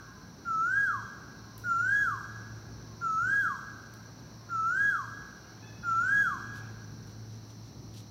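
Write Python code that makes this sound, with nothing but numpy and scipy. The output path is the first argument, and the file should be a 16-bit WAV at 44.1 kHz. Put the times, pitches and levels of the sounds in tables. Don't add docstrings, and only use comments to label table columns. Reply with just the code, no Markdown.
import sys
import numpy as np
from scipy import signal
from scipy.fft import rfft, irfft
from scipy.io import wavfile
from scipy.ndimage import uniform_filter1d

SR = 44100
rng = np.random.default_rng(int(sys.argv[2]) if len(sys.argv) > 2 else 0)


def log_audio(samples):
    frames = np.atleast_2d(samples).T
    limited = np.clip(frames, -1, 1)
    pcm = np.round(limited * 32767).astype(np.int16)
    wavfile.write(sys.argv[1], SR, pcm)


N = 357210
TIME = np.arange(N) / SR

# (start [s], attack time constant [s],
# climb begins after [s], fall begins after [s], low note [Hz], high note [Hz], level [dB], overtone boost [dB])
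KOEL_CALLS = [(0.446, 0.052, 0.14, 0.39, 1308, 1640, -30, 1),
              (1.636, 0.032, .120, .376, 1361, 1662, -29.5, 3),
              (3.008, 0.036, 0.14, 0.39, 1302, 1644, -30.5, 3.5),
              (4.487, 0.061, .143, .396, 1313, 1653, -30.5, 3),
              (5.827, 0.046, .125, .382, 1338, 1654, -29.5, 3.5)]
# (multiple of the pitch, on the low note [dB], on the high note [dB])
KOEL_OVERTONES = [(2, -44, -33), (3, -54, -47.5), (4, -49, -42), (5, -41, -51.5), (6, -64.5, -61.5),
                  (7, -59.5, -50), (8, -66, -64.5), (9, -64.5, -59)]
# (frequency [Hz], relative density [dB per Hz])
CATCH_COLOUR = [(1000, -26), (1300, 4), (1750, -4), (2000, -15.5), (2750, -18), (3000, -39.5)]
# (frequency [Hz], gain [dB])
PATH_RESPONSE = [(800, 1), (1050, 0.5), (1130, 4), (1215, -7.5), (1300, -1.6), (1345, 3), (1420, 0.5),
                 (1540, -1), (1640, 1.6), (1800, -4.5), (16000, -7.5)]
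# (frequency [Hz], gain [dB])
FOREST_SCATTER = [(400, -4.5), (1050, 2), (1260, -2.5), (1390, -3), (1500, 2), (1620, 0.5), (3300, 6),
                  (7000, 12.5), (16000, 15.5)]
# (level [dB], time to fall 60 dB [s])
FOREST_ECHOES = [(-6, 0.14), (-10, 1.05), (-15, 2.28)]
# (time [s], snap level [dB], level of the fizz after it [dB])
TICKS = [(1.5793, -42.5, -60.5), (3.938, -50, -69), (5.486, -70, -85), (7.072, -58, -78)]
# (frequency [Hz], relative density [dB per Hz])
TICK_COLOUR = [(1500, -24), (3000, -8), (8000, -8), (13000, -5), (16000, -4)]
# (time of peak [s], half length [s], level [dB])
RUSTLES = [(6.569, 0.034, -59), (7.1, 0.032, -67), (7.335, .035, -69), (7.505, 0.026, -62.5),
           (7.67, 0.026, -66.5), (7.978, 0.042, -57)]
# (frequency [Hz], relative density [dB per Hz])
RUSTLE_COLOUR = [(1200, -24), (3400, 0), (6000, -3), (8000, -11.5), (12000, -12.5), (16000, -18)]
# (time [s], pitch [Hz], level [dB])
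CROW_CONTOUR = [(5.42, 682, -72), (5.56, 790, -80), (5.63, 867, -63.5), (5.75, 856, -70),
                (5.98, 816, -70.5), (6.4, 777, -75), (6.65, 809, -69), (6.8, 742, -91)]
# (multiple of the pitch, relative level [dB])
CROW_PARTIALS = [(1, 5.5), (2, 6), (3, -3), (4, -6.5)]
# (start [s], level at the peak [dB])
FAR_WHISTLES = [(0, -61), (1.389, -63), (2.821, -63.5), (4.32, -64.5), (5.83, -61.5)]
# (time [s], level [dB])
ENGINE_LEVEL = [(0, -60.5), (.6, -57.5), (2.1, -49.5), (3.1, -53), (4.1, -53), (5.4, -52), (6, -53),
                (6.6, -48.5), (8.1, -49.5)]
# (frequency [Hz], relative density [dB per Hz])
AIR_COLOUR = [(25, -86.5), (38, -86), (54, -60.5), (80, -63.5), (140, -58.5), (220, -62.5), (350, -67.5),
              (520, -75.5), (1050, -77.5), (1700, -84.5), (2700, -90.5), (5000, -96), (8000, -104),
              (10000, -103), (11500, -99), (16000, -99)]
# (frequency [Hz], relative density [dB per Hz])
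INSECT_COLOUR = [(3000, -33.5), (3600, -14), (4100, -0.5), (4600, -4.5), (5050, -8), (5450, 1), (6050, 3.5),
                 (6250, -14), (7000, -19.5), (7800, -34.5)]
# (time [s], distant rumble [dB], insect chorus [dB], far woodland sounds [dB])
BACKGROUND_SWELL = [(0, -1, -1, 0), (2, -0.5, 1, 1.5), (4, -2, 0, 1), (6, 0, 1, 1), (8.1, 1, -0.5, -2)]

LOW_NOTE_HZ, HIGH_NOTE_HZ = 1493, 1636
RELAX_DB_PER_HZ = -0.046
FLICK_HZ, FLICK_S = 109.5, .006
SAG_HZ, SAG_S = 134.7, .115
CLIMB_S = .21
FALL_HZ, HALF_FALL_S, SLIDE_HZ_PER_S = 519.6, .094, 1700
RELEASE_S, RELEASE_DB, RELEASE_POWER = 0.19, -34.5, 3.38
ENGINE_HZ = 110.6
THROB_HZ, THROB_PEAK_S, THROB_DEPTH, THROB_FADE_S = 4.4, 0.3, 0.97, 2.5
AIR_DB, INSECTS_DB = -50, -59.5
TOP_HZ = 15750


def koel(voice_db=0.43, earlier_s=1.227, earlier_db=-1):
    lead = 2 * SR
    first_s, *shape, first_db, bright_db = KOEL_CALLS[0]
    earlier = (first_s - earlier_s, *shape, first_db + earlier_db, bright_db)
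    calls = np.pad(catches(), (lead, 0))
    for s, *call in [earlier, *KOEL_CALLS]:
        tone = whistle(*call)
        start = lead + int(s * SR)
        calls[start:start + len(tone)] += tone
    direct = undb(voice_db) * colour(calls[lead:], PATH_RESPONSE)
    echo = signal.fftconvolve(calls, forest())[lead:lead + N]
    return direct + echo


def whistle(attack_s, climb_s, fall_s, low_hz, high_hz, db, bright_db, waver=0.0015, flutter_db=0.39,
            rasp=.007, edge_db=9, edge_s=0.027):
    t = np.arange(0, fall_s + RELEASE_S, 1 / SR)
    hz = contour(t, climb_s, fall_s, low_hz, high_hz)
    release = np.maximum(t - fall_s, 0) / RELEASE_S
    envelope = (1 - np.exp(-t / attack_s)) * undb(db + RELEASE_DB * release ** RELEASE_POWER)
    phase = 2 * np.pi * np.cumsum(hz * (1 + waver * walk(250, len(t)))) / SR
    rough_phase = phase + 2 * np.pi * np.cumsum(hz * rasp * walk(1500, len(t))) / SR
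    effort = np.clip((hz - LOW_NOTE_HZ) / (HIGH_NOTE_HZ - LOW_NOTE_HZ), 0, 1)
    fallen_hz = (t > fall_s) * (high_hz - hz)
    brightness = bright_db + RELAX_DB_PER_HZ * fallen_hz
    brightness += edge_db * np.exp(-t / edge_s)
    tone = np.sin(phase)
    for k, low_db, high_db in KOEL_OVERTONES:
        overtone_db = low_db + effort * (high_db - low_db) + brightness
        tone += undb(overtone_db) * np.sin(round(k) * rough_phase)
    return np.sqrt(2) * tone * envelope * undb(flutter_db * walk(82, len(t)))


def contour(t, climb_s, fall_s, low_hz, high_hz):
    settle = SAG_HZ * np.maximum(1 - t / SAG_S, 0) ** 2 - FLICK_HZ * np.exp(-t / FLICK_S)
    climb = np.sin(np.pi / 2 * np.clip((t - climb_s) / CLIMB_S, 0, 1)) ** 2
    falling = np.maximum(t - fall_s, 0)
    swoop = FALL_HZ * falling ** 2 / (falling ** 2 + HALF_FALL_S ** 2)
    drop = swoop + SLIDE_HZ_PER_S * falling
    return low_hz + settle + (high_hz - low_hz) * climb - drop


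def catches(catch_db=-52, catch_s=.011):
    envelope = sum(np.exp(-((TIME - s - catch_s) / catch_s) ** 2) for s, *_ in KOEL_CALLS)
    return undb(catch_db) * envelope * noise(CATCH_COLOUR)


def forest(build_s=0.024):
    t = TIME[:2 * SR]
    echoes = 0
    for db, t60 in FOREST_ECHOES:
        tail = rng.standard_normal(len(t)) * undb(-60 * t / t60) * (1 - np.exp(-t / build_s))
        echoes = echoes + undb(db) * tail / np.sqrt(np.sum(tail ** 2))
    return colour(np.pad(echoes, (0, SR)), FOREST_SCATTER)[:len(t)]


def ticks(snap_s=0.0014, fizz_s=0.077):
    envelope = 0
    for s, snap_db, fizz_db in TICKS:
        age = np.maximum(TIME - s, 0)
        snap = undb(snap_db) * np.exp(-age / snap_s)
        fizz = undb(fizz_db) * np.exp(-age / fizz_s)
        envelope = envelope + (TIME > s) * (snap + fizz)
    return envelope * noise(TICK_COLOUR)


def rustles(grain_db=3):
    envelope = sum(undb(db) * np.exp(-((TIME - s) / half) ** 2) for s, half, db in RUSTLES)
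    return envelope * undb(grain_db * walk(270)) * noise(RUSTLE_COLOUR)


def far_birds(direct_db=-10, echo_db=7):
    cries = far_crow() + far_whistles()
    return undb(direct_db) * cries + undb(echo_db) * signal.fftconvolve(cries, forest())[:N]


def far_crow(waver=.008, hoarse=.05, break_s=5.85):
    hz, db = curves(CROW_CONTOUR, TIME)
    unsteady = waver + hoarse * (TIME > break_s)
    phase = 2 * np.pi * np.cumsum(hz * (1 + unsteady * walk(160))) / SR
    sounding = (TIME > CROW_CONTOUR[0][0]) & (TIME < CROW_CONTOUR[-1][0])
    partials = sum(undb(d) * np.sin(round(k) * phase) for k, d in CROW_PARTIALS)
    return sounding * undb(db) * partials


def far_whistles(start_hz=1130, end_hz=970, length_s=.22):
    out = 0
    for s, db in FAR_WHISTLES:
        progress = np.clip((TIME - s) / length_s, 0, 1)
        phase = 2 * np.pi * np.cumsum(start_hz + progress * (end_hz - start_hz)) / SR
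        out = out + undb(db) * np.sin(np.pi * progress) * np.sin(phase)
    return out


def engine(drift=0.0049, fading=0.36, second_db=-18):
    db, = curves(ENGINE_LEVEL, TIME)
    turn = np.exp(2j * np.pi * np.cumsum(ENGINE_HZ * (1 + drift * walk(1.5))) / SR)
    depth = THROB_DEPTH * np.exp(-TIME / THROB_FADE_S)
    throb = 1 + depth * np.cos(2 * np.pi * THROB_HZ * (TIME - THROB_PEAK_S))
    first = turn * (throb + fading * (walk(12) + 1j * walk(15)))
    second = undb(second_db) * turn ** 2 * (walk(10) + 1j * walk(10))
    return np.sqrt(2) * undb(db) * (first + second).real


def background(flicker_db=1.2, shimmer_db=0.5):
    rumble_db, chorus_db, woods_db = curves(BACKGROUND_SWELL, TIME)
    air = noise(AIR_COLOUR) * undb(AIR_DB)
    low = signal.sosfiltfilt(signal.butter(2, 500, fs=SR, output="sos"), air)
    high = signal.sosfiltfilt(signal.butter(2, 3000, "high", fs=SR, output="sos"), air)
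    rumble = low * undb(rumble_db + flicker_db * walk(7.1))
    woods = (air - low - high) * undb(woods_db)
    insects = noise(INSECT_COLOUR) * undb(INSECTS_DB + chorus_db + shimmer_db * walk(130))
    return rumble + woods + high + insects


def undb(db):
    return 10 ** (np.asarray(db) / 20)


def curves(table, t):
    s, *columns = np.transpose(table)
    return [np.interp(t, s, c) for c in columns]


def colour(x, spectrum):
    hz, db = np.transpose(spectrum)
    bins = np.maximum(np.fft.rfftfreq(len(x), 1 / SR), 1)
    gain = undb(np.interp(np.log(bins), np.log(hz), db, -200, -200))
    return irfft(rfft(x) * gain, len(x))


def noise(spectrum):
    y = colour(rng.standard_normal(N), spectrum)
    return y / y.std()


def walk(rate, size=N):
    k = max(int(SR / rate), 1)
    steps = np.repeat(rng.standard_normal(size // k + 1), k)
    y = uniform_filter1d(uniform_filter1d(steps, k), k)[:size]
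    return y / y.std()


def scene():
    near = koel() + ticks() + rustles()
    far = far_birds() + engine() + background()
    return (near + far)[None]


def record(dry):
    return signal.sosfilt(signal.ellip(10, .1, 70, TOP_HZ, fs=SR, output="sos"), dry)


dry = scene()
out = record(dry)
log_audio(out)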